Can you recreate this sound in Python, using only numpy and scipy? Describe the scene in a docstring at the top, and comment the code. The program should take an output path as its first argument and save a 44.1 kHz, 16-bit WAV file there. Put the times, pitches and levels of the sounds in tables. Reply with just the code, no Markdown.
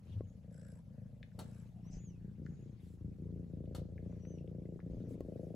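"""A cat purrs right at a hand-held microphone indoors, louder as time goes on, while its fur rustles.
At first the hand shifts and bumps the device. The nose hisses in the rhythm of the purr at 0.5 s and 1.4 s,
with a sharp snap at 1.4 s. A faint high whistle glides at 1.8 s, a second snap rings at 3.7 s,
a second whistle follows at 4.1 s, and the hand bumps again at 5.2 s. Small ticks are scattered throughout.
The purr is made of pulses, the air, fur and room of filtered noise, the whistles of gliding sines."""
import sys
import numpy as np
from scipy import signal
from scipy.fft import rfft, irfft
from scipy.io import wavfile
from scipy.ndimage import uniform_filter1d

SR = 44100
rng = np.random.default_rng(int(sys.argv[2]) if len(sys.argv) > 2 else 0)


def pcm_store(signal):
    """Save signal as 16-bit PCM."""
    levels = np.round(np.clip(np.atleast_2d(signal), -1, 1) * 32767)
    wavfile.write(sys.argv[1], SR, levels.astype(np.int16).T)


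N = 244755
T = np.arange(N) / SR  # the time of every sample [s]
HZ = np.fft.rfftfreq(N, 1 / SR)  # the frequencies of the whole sound's spectrum [Hz]

# The cat purrs on every breath, in and out:
# (time [s], beats [count], effort [dB], change over the breath [dB], brightness [dB],
#  gap to the second thump [s], size of the second thump [share of the first])
BREATHS = [(0.0215, 12, -57, 2, -2, .011, 1), (0.4449, 11, -53, 0, 3, .011, .55),
           (.83, 7, -52, 13, -1, 0.0093, 0.56), (1.0924, 7, -57, -6, 1, 0.0085, 0.8),
           (1.347, 12, -52.5, -3.5, 3.5, 0.01048, .45), (1.7586, 13, -50, 1, -1.5, 0.011, 0.5),
           (2.2099, 5, -49, -5.5, -2, 0.01, .55), (2.381, 6, -48, -6, -0.5, 0.013, 0.67),
           (2.590, 6, -51.5, -3, 0.5, .009, .5), (2.795, 6, -53, 4, -4.5, .011, 0.37),
           (3.008, 5, -46.5, -2.5, -4.5, 0.011, 0.43), (3.1845, 9, -48.5, -0.5, 0.5, .0116, .85),
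           (3.4984, 11, -46, 2, 1.5, 0.012, 0.44), (3.887, 10, -48.5, 2.5, 0, .0108, .7),
           (4.234, 17, -48.5, 1, 4, .012, 0.43), (4.8273, 12, -48.5, -5.5, 0, 0.01106, 0.72),
           (5.248, 9, -47.5, -0.5, -1, 0.011, 0.41)]
LAST_BREATH_ENDS_S, RELEASE_S = 5.578, 0.063  # a breath sinks back over the release time


def purr(shut, delay_cycles=1.077, flutter=0.029, air_above_hz=110, slaps_within_s=0.024, slap_count=4):
    """Each beat of the larynx is a double thump, which the body colours and delays most in the bass."""
    # colour of one thump: (frequency [Hz], level [dB])
    thump = [(25, -24), (50, -5.5), (85, -0.5), (120, 3), (180, 0), (230, -6), (300, -11.5), (420, -12.5),
             (520, -10.5), (620, -17), (750, -32), (950, -55.5), (1300, -65), (4000, -130)]
    *_, gap, second_size = breath_at(shut)
    chance = rng.standard_normal((len(shut), 3))
    slip, first_db, second_db = (chance * [.0004, .8, 1.4]).T  # [s], [dB], [dB]

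    # the folds never shut evenly: a few small slaps follow each beat at random
    slaps = shut[:, None] + rng.uniform(0, slaps_within_s, (len(shut), slap_count))
    slap_sizes = .07 * rng.standard_normal(slaps.shape)

    times = np.r_[shut, shut + gap + slip, slaps.ravel()]
    sizes = np.r_[amp(first_db), second_size * amp(second_db), slap_sizes.ravel()]
    inside = (times >= 0) & (times < T[-1])
    pulses = np.bincount((times[inside] * SR).astype(int), sizes[inside], N)

    # turbulent air follows every pulse and fades with a time constant of 9.5 ms
    air_level = signal.lfilter([1], [1, -np.exp(-1 / (0.0095 * SR))], pulses)
    air = air_level * rng.standard_normal(N)
    # the air is too light to shake the chest, so the bass stays clean
    air_share = HZ ** 3 / (HZ ** 3 + air_above_hz ** 3)
    # each frequency arrives about one of its own cycles late
    late = np.exp(-2j * np.pi * delay_cycles * np.log((HZ + 1) / 150))
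    thumps = (rfft(pulses) + flutter * rfft(air) * air_share) * amp(across(thump, HZ)[0]) * late

    # four registers, split at 100, 265 and 440 Hz, each with its own level
    flank, chest, throat = (1 / (1 + (HZ / hz) ** 12) for hz in (100, 265, 440))
    parts = (flank, chest - flank, throat - chest, 1 - throat)
    return sum(amp(db) * unit(irfft(thumps * part, N)) for db, part in zip(registers(), parts))


def beats(jitter_s=.0002):
    """The moments at which the vocal folds shut: evenly spread over each breath, with a little jitter."""
    ends = [row[0] for row in BREATHS[1:]] + [LAST_BREATH_ENDS_S]
    shut = np.concatenate([np.linspace(start, end, round(count), endpoint=False)
                           for (start, count, *_), end in zip(BREATHS, ends)])
    return shut + jitter_s * rng.standard_normal(len(shut))


def breath_at(t, turn_before_s=.018):
    """For times t: seconds since and until a turn of the breath, then that breath's columns from effort on."""
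    rows = np.array(BREATHS)
    turns = np.r_[rows[:, 0] - turn_before_s, LAST_BREATH_ENDS_S + RELEASE_S]
    k = np.clip(np.searchsorted(turns, t) - 1, 0, len(rows) - 1)
    return np.maximum(t - turns[k], 0), turns[k + 1] - t, *rows[k, 2:].T


def registers(attack_s=0.045, lull_db=-8, upper_follow=1.14):
    """Levels in dB of flank, chest, throat and nose: each breath swells from a lull and sinks back into it."""
    # the colour changes as the flank comes nearer and the head turns, relative to the chest:
    # (time [s], flank [dB], throat [dB], nose [dB])
    nearness = [(.15, -3, -14.5, -16.5), (.6, -12, -48, -16.5), (1.4, -5, -32, -18), (1.9, -13.5, -18, -31),
                (3.0, -3.5, -8.5, -22.5), (3.45, -7, -12.5, -23), (3.8, -2.5, -13, -14),
                (4.6, -9, -13.5, -20), (5.05, -11, -7, -13.5), (5.4, -11, -5, -4)]
    since, until, effort, change, bright, _, _ = breath_at(T)
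    lull = lull_db * np.maximum(np.maximum(1 - since / attack_s, 1 - until / RELEASE_S), 0)
    shape = lull + change * (since / (since + until) - .5)
    low = effort + shape
    high = effort + bright + upper_follow * shape  # the upper registers swing further
    flank, throat, nose = along(nearness, T)
    levels = np.array([low + flank, low, high + throat, high + nose])
    return uniform_filter1d(levels, size=441)  # smoothed over 10 ms


def sniffs(shut, puff_at=0.88, puff_width=0.078, steady=0.35, second=0.65):
    """Air hisses through the nose in two puffs a beat, while the folds stand open."""
    # when the nose hisses: (time [s], length [s], level [dB])
    hisses = [(.5, .31, -71.5), (1.385, .27, -76)]
    # colour of the air in the nose: (frequency [Hz], level [dB])
    nose = [(900, -38), (1250, 0.5), (1600, 14), (2000, -1), (3000, -12), (4400, -9.5), (5400, 0.5),
            (6500, -11), (7800, 10), (9000, -13), (10500, 4), (12500, -18), (16000, -39)]
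    turn = np.interp(T, shut, np.arange(len(shut))) - puff_at  # place in the rhythm [beats]
    # the weaker puff comes half a beat after the strong one
    strong, weak = (np.exp(-(np.sin(np.pi * (turn - late)) / (np.pi * puff_width)) ** 2) for late in (0, .5))
    puffs = unit(steady + strong + second * weak)
    level = sum(amp(db) * swell(s, length) for s, length, db in hisses)
    return level * colour(patchy(noise(0.5), patchy_db=4.0) * puffs, nose)


def fur(rub_db=-77, fizz_db=-88.5, grain_db=-0.96):
    """Hairs brush past each other: steady noise in a grainy rub and a fine fizz, with strokes on top."""
    # colours of the rub and of the fizz: (frequency [Hz], level [dB])
    rub_colour, fizz_colour = [(300, 17), (800, 8), (1500, 3.5), (2500, 1.5), (4500, -4), (6500, -5),
                               (8000, -18.5), (12000, -39.5)], [(3000, -7.5), (6000, -5.5), (8000, -1), (11000, -2.5),
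                                            (13000, -3.5), (16000, -11.5)]
    # longer strokes: (time [s], length [s], soft rub [dB], fine fizz [dB])
    strokes = [(0.022, 0.2, -71.5, -86.5), (1.33, 0.41, -72, -83.5), (2.42, 0.34, -75.5, -97),
               (2.8, 0.17, -95, -78), (4.029, 0.24, -73.5, -95), (4.85, 0.37, -72.5, -94),
               (5.08, .08, -84, -76.5), (5.19, 0.45, -77, -83.5)]
    # short brushes and thin hisses: (time [s], length [s], level [dB], centre [Hz], width [octaves])
    short_brushes = [(0.07, 0.097, -75.5, 3240, 0.28), (0.23, 0.14, -85.5, 6600, 0.062),
                     (0.749, 0.054, -73.5, 954, 0.082), (0.903, 0.2, -83.5, 1620, 0.18),
                     (1.702, 0.35, -73, 670, 0.26), (1.845, 0.032, -75, 980, 0.15),
                     (1.826, 0.24, -78, 2000, 0.61), (1.901, 0.088, -70.5, 5930, 0.26),
                     (2.19, 0.16, -84, 1630, 0.16), (2.44, 0.29, -85.5, 6680, 0.028),
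                     (2.72, 0.21, -82, 2600, 0.65)]
    rub = np.hypot(amp(rub_db), sum(amp(db) * swell(s, length) for s, length, db, _ in strokes))
    fizz = np.hypot(amp(fizz_db), sum(amp(db) * swell(s, length) for s, length, _, db in strokes))
    soft = colour(patchy(noise(0.3), patchy_db=3.0) * unit(amp(grain_db * drift(110))), rub_colour)
    fine = colour(patchy(noise(1.0), patchy_db=3.0), fizz_colour)
    grain = patchy(noise(0.41), patchy_db=3.5)
    brushes = sum(amp(db) * swell(s, length) * band(grain, hz, octaves)
                  for s, length, db, hz, octaves in short_brushes)
    return rub * soft + fizz * fine + brushes


def grip_shifts():
    """The hand shifts on the device in low rumbles: bands of noise that swell and sink."""
    # (time [s], length [s], level [dB], centre [Hz], width [Hz])
    shifts = [(0.062, 0.21, -44, 99.8, 34), (1.904, 0.11, -51, 52, 50), (2.162, 0.11, -64, 45.7, 40.23),
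              (4.892, 0.12, -48.5, 66.3, 70), (4.955, 0.33, -53, 186, 258), (5.192, 0.085, -55, 57, 51)]
    out = np.zeros(N)
    for s, length, db, hz, width in shifts:
        low_band = 1 / (1 + (2 * (HZ - hz) / width) ** 4)
        rumble = swell(s, length) * irfft(rfft(rng.standard_normal(N)) * low_band, N)
        # the level holds for the rumble's own length, not for the whole sound
        out += amp(db) * unit(rumble) * np.sqrt(length / T[-1])
    return out


def bumps():
    """Two soft bumps ring the case of the device in a few dying sines; a longer contact is duller."""
    # (time [s], level before softening [dB], contact time [s])
    knocks = [(0.207, -26.5, 0.0011), (5.2062, -24.5, 0.0012)]
    # ringing of the case: (frequency [Hz], level [dB], time to fall 60 dB [s])
    case = [(313, 4.5, 0.0065), (547, 0, 0.0098), (1077, -29, 0.071), (1930, -8, 0.022)]
    out = np.zeros(N)
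    for s, db, contact in knocks:
        ring = np.zeros(N)
        for k, (hz, mode_db, t60) in enumerate(case):
            ring += (-1) ** k * amp(db + mode_db) * dying(s, t60) * np.sin(2 * np.pi * hz * (T - s))
        push = np.hanning(round(contact * SR))
        out += np.convolve(ring, push / push.sum())[:N]
    return out


def ticks(t60=0.011, wet_db=-9):
    """Small ticks around the cat: tiny dying bursts of noise, each in its own band, with a little room."""
    # (time [s], level [dB], centre [Hz], width to each side [octaves])
    small_ticks = [(1.2289, -45, 2060, 0.73), (1.317, -51, 1650, 0.23), (2.464, -45, 1680, 0.24),
                   (2.462, -62.5, 4360, 0.82), (3.657, -65.5, 2470, 0.48), (3.979, -44.5, 1880, 0.17),
                   (4.125, -54, 1066, 0.5), (4.251, -47.5, 970, 1.06), (4.384, -58, 2680, 0.22),
                   (4.476, -60.5, 2450, 0.5), (4.655, -57, 1870, 0.19), (4.792, -55, 960, 0.65),
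                   (4.802, -54, 1710, 0.35), (5.206, -56.5, 7260, 3.7)]
    out, t = np.zeros(N + SR), T[:SR // 10]
    for s, db, hz, octaves in small_ticks:
        edges = np.clip(hz * 2. ** (abs(octaves) * np.array([-1, 1])), 50, .45 * SR)
        sos = signal.butter(3, edges, "band", fs=SR, output="sos")
        grain = signal.sosfilt(sos, rng.standard_normal(len(t)))
        rise = 1 - np.exp(-t * hz)  # a time constant of one over the centre frequency
        out[round(s * SR):][:len(t)] += amp(db - 60 * t / t60) * rise * unit(grain)
    return out[:N] + amp(wet_db) * room(out[:N])


def snaps(t60=0.15, wet_db=-7, ring_db=-22, quick_db=-9, quick_t60=0.098):
    """Two bright cracks farther off: dying noise with a quicker, softer part, ringing sines and the room."""
    # (time [s], level [dB])
    cracks = [(1.39, -50), (3.749, -51)]
    # colour of the noise: (frequency [Hz], level [dB])
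    crack_colour = [(150, 7), (400, 7.5), (800, 6.5), (1000, -1.5), (1350, -3), (1800, -5.5), (2300, -12),
                    (2900, -2.5), (3500, -8), (4200, -1.5), (4800, -9), (6000, -11.5), (8000, -7.5),
                    (11000, -9.5), (16000, -18)]
    # the ring: (frequency [Hz], level [dB], time to fall 60 dB [s])
    ring_modes = [(790, -19, 0.091), (960, -13, 0.16), (1230, -25, .13), (1207, 9.5, 0.11),
                  (1355, 11.5, 0.15), (4407, 14.5, 0.07), (4250, 0, 0.12), (4650, -10, 0.1),
                  (4320, -25, .11), (7100, 7, 0.054)]
    burst = sum(amp(db) * (dying(s, t60) + amp(quick_db) * dying(s, quick_t60)) for s, db in cracks)
    crack = colour(patchy(noise(0.99), patchy_db=1.5) * uniform_filter1d(burst, size=64), crack_colour)
    t = T[:SR // 3]
    modes = sum(amp(db - 60 * t / life) * np.sin(2 * np.pi * (hz * t + rng.random()))
                for hz, db, life in ring_modes)
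    s, db = np.transpose(cracks)
    strikes = np.bincount((s * SR).astype(int), amp(db + ring_db), N)
    ring = signal.oaconvolve(strikes, modes)[:N]
    return crack + ring + amp(wet_db) * room(crack.mean(0))


def whistles(waver=0.0045, flicker_db=1.5, wet_db=-6, under_start_db=-100, under_end_db=-80.5):
    """Thin gliding sines that waver and flicker; a line an octave below grows as each goes on."""
    # one table for each whistle: (time [s], pitch [Hz], level [dB])
    glides = [
        [(1.83, 5310, -86), (1.885, 6124, -70.5), (1.91, 5850, -88), (1.94, 6210, -77), (1.983, 6040, -66.5),
         (1.994, 6890, -71.5), (2.055, 6780, -66.5), (2.09, 6140, -71), (2.17, 4880, -106)],
        [(4.09, 5834, -86), (4.185, 5820, -94), (4.224, 5830, -75.5), (4.262, 5840, -73), (4.283, 6180, -68.5),
         (4.315, 6120, -69.5), (4.378, 5710, -82), (4.43, 5210, -97)],
    ]
    out = np.zeros(N)
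    for rows in glides:
        hz, db = along(rows, T)
        start, end = rows[0][0], rows[-1][0]
        under_db = np.interp(T, [start, end], [under_start_db, under_end_db])
        angle = 2 * np.pi * np.cumsum(hz * (1 + waver * drift(250))) / SR
        fade = np.clip(np.minimum(T - start, end - T) / 0.0047, 0, 1)  # 4.7 ms at each end
        tone = amp(db) * np.sin(angle)
        under = amp(under_db) * (1 + 0.32 * drift(200)) * np.sin(angle / 2)
        out += fade * amp(flicker_db * drift(60)) * (tone + under)
    return out + amp(wet_db) * room(out)


def room_noise(level_db=-58.5):
    """The low, steady noise of the room: coloured noise, much alike at both ports."""
    # (frequency [Hz], level [dB])
    hum = [(20, -12.5), (40, 0.5), (100, 3.5), (200, 2.5), (400, -30.5), (800, -28), (2000, -70.5)]
    return amp(level_db) * colour(noise(0.88), hum)


def room(x, count=6):
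    """A small room: a few early echoes in a noisy tail that dies at its own pace at each frequency."""
    # (frequency [Hz], time to fall 60 dB [s])
    decay = [(200, 0.6), (1500, 0.27), (5000, 0.29), (10000, 0.032), (16000, 0.1)]
    taps = rng.standard_normal((2, SR // 2))
    for side in taps:
        side[rng.integers(SR // 400, SR // 40, count)] += 9 * rng.choice([-1, 1], count)
    hz, t, z = signal.stft(taps, SR, nperseg=256)
    tail = signal.istft(z * amp(-60 * t / across(decay, hz)[0][:, None]), SR)[1]
    return signal.fftconvolve(np.atleast_2d(x), tail / np.linalg.norm(tail[0]), axes=1)[:, :N]


def amp(db):
    """Turns decibels into a gain."""
    return 10 ** (np.asarray(db) / 20)


def unit(x):
    """Scales x to an average (rms) level of 1."""
    return x / np.sqrt(np.mean(x ** 2) + 1e-30)


def along(rows, t):
    """Reads the columns of a table over time at times t."""
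    s, *columns = np.transpose(rows)
    return [np.interp(t, s, c) for c in columns]


def across(rows, hz):
    """Reads the columns of a table over frequency at frequencies hz."""
    f, *columns = np.transpose(rows)
    return [np.interp(np.log(hz + 1), np.log(f), c) for c in columns]


def colour(x, spectrum):
    """Filters x by a table of (frequency [Hz], level [dB]), keeping the power of white noise."""
    return irfft(rfft(x) * unit(amp(across(spectrum, HZ)[0])), N)


def band(x, hz, octaves):
    """Filters x to a bell-shaped band around hz, keeping the power of white noise."""
    bell = np.exp(-.5 * (np.log2((HZ + 1) / hz) / octaves) ** 2)
    return irfft(rfft(x) * unit(bell), N)


def noise(same):
    """White noise for the two ports, alike by the share same."""
    same = np.clip(same, 0, 1)
    return np.sqrt(same) * rng.standard_normal(N) + np.sqrt(1 - same) * rng.standard_normal((2, N))


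def patchy(x, patchy_db, size=512, count=7):
    """Lets the level of a noise wander in patches of about 600 Hz by 20 ms."""
    overlap = size - size // 4
    z = signal.stft(x, nperseg=size, noverlap=overlap)[2]
    field = uniform_filter1d(rng.standard_normal(z.shape[1:]), count, 0)
    field = uniform_filter1d(field, count, 1)
    patched = z * amp(patchy_db * unit(field))
    return unit(signal.istft(patched, nperseg=size, noverlap=overlap)[1][:, :N])


def drift(hz):
    """A random wander of rms 1, with changes up to about hz."""
    return unit(irfft(rfft(rng.standard_normal(N)) * np.exp(-(HZ / hz) ** 2), N))


def swell(s, length):
    """A rounded rise and fall that starts at time s."""
    return np.sqrt(np.maximum(np.sin(np.pi * np.clip((T - s) / length, 0, 1)), 0))


def dying(s, t60):
    """A level curve that jumps to 1 at time s and falls 60 dB in t60 seconds."""
    return (T >= s) * amp(-60 * np.clip((T - s) / t60, 0, 4))


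def scene():
    """The cat up close with its echo, small sounds around it, and the low noise of the room."""
    shut = beats()
    cat = purr(shut)
    echo = amp(-17) * room(cat)
    body = cat + echo + sniffs(shut) + fur()
    return body + grip_shifts() + bumps() + ticks() + snaps() + whistles() + room_noise()


def record(dry):
    """The left port is nearer the cat, and the ports differ in phase in the treble; the top is cut off."""
    # the two microphone ports: (frequency [Hz], left minus right [dB], left leads by [radians])
    port_table = [(30, 1.2, 0), (60, 1.6, 0), (110, 2.8, 0), (200, 4, 0), (380, 2.5, .08), (560, 3, .35),
                  (750, 3.3, .25), (2400, 3.6, .25), (4400, 3.5, .2), (7200, 0, -.15), (8200, 0, -1.4),
                  (9000, 0, -3.1), (10500, 0, -5.6), (11700, 0, -6.9), (13000, 0, -9.3), (13800, 0, -9.7),
                  (14700, 0, -12.3), (16000, 0, -12.7)]
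    balance_db, lead = across(port_table, HZ)
    ports = np.array([amp(balance_db / 2), amp(-balance_db / 2) * np.exp(-1j * lead)])
    heard = irfft(rfft(dry) * ports, N)
    low_pass = signal.firwin(511, 15800, window=("kaiser", 9), fs=SR)  # edge at 15800 Hz
    return signal.oaconvolve(heard, low_pass[None], "same")


dry = scene()
out = record(dry)
pcm_store(out)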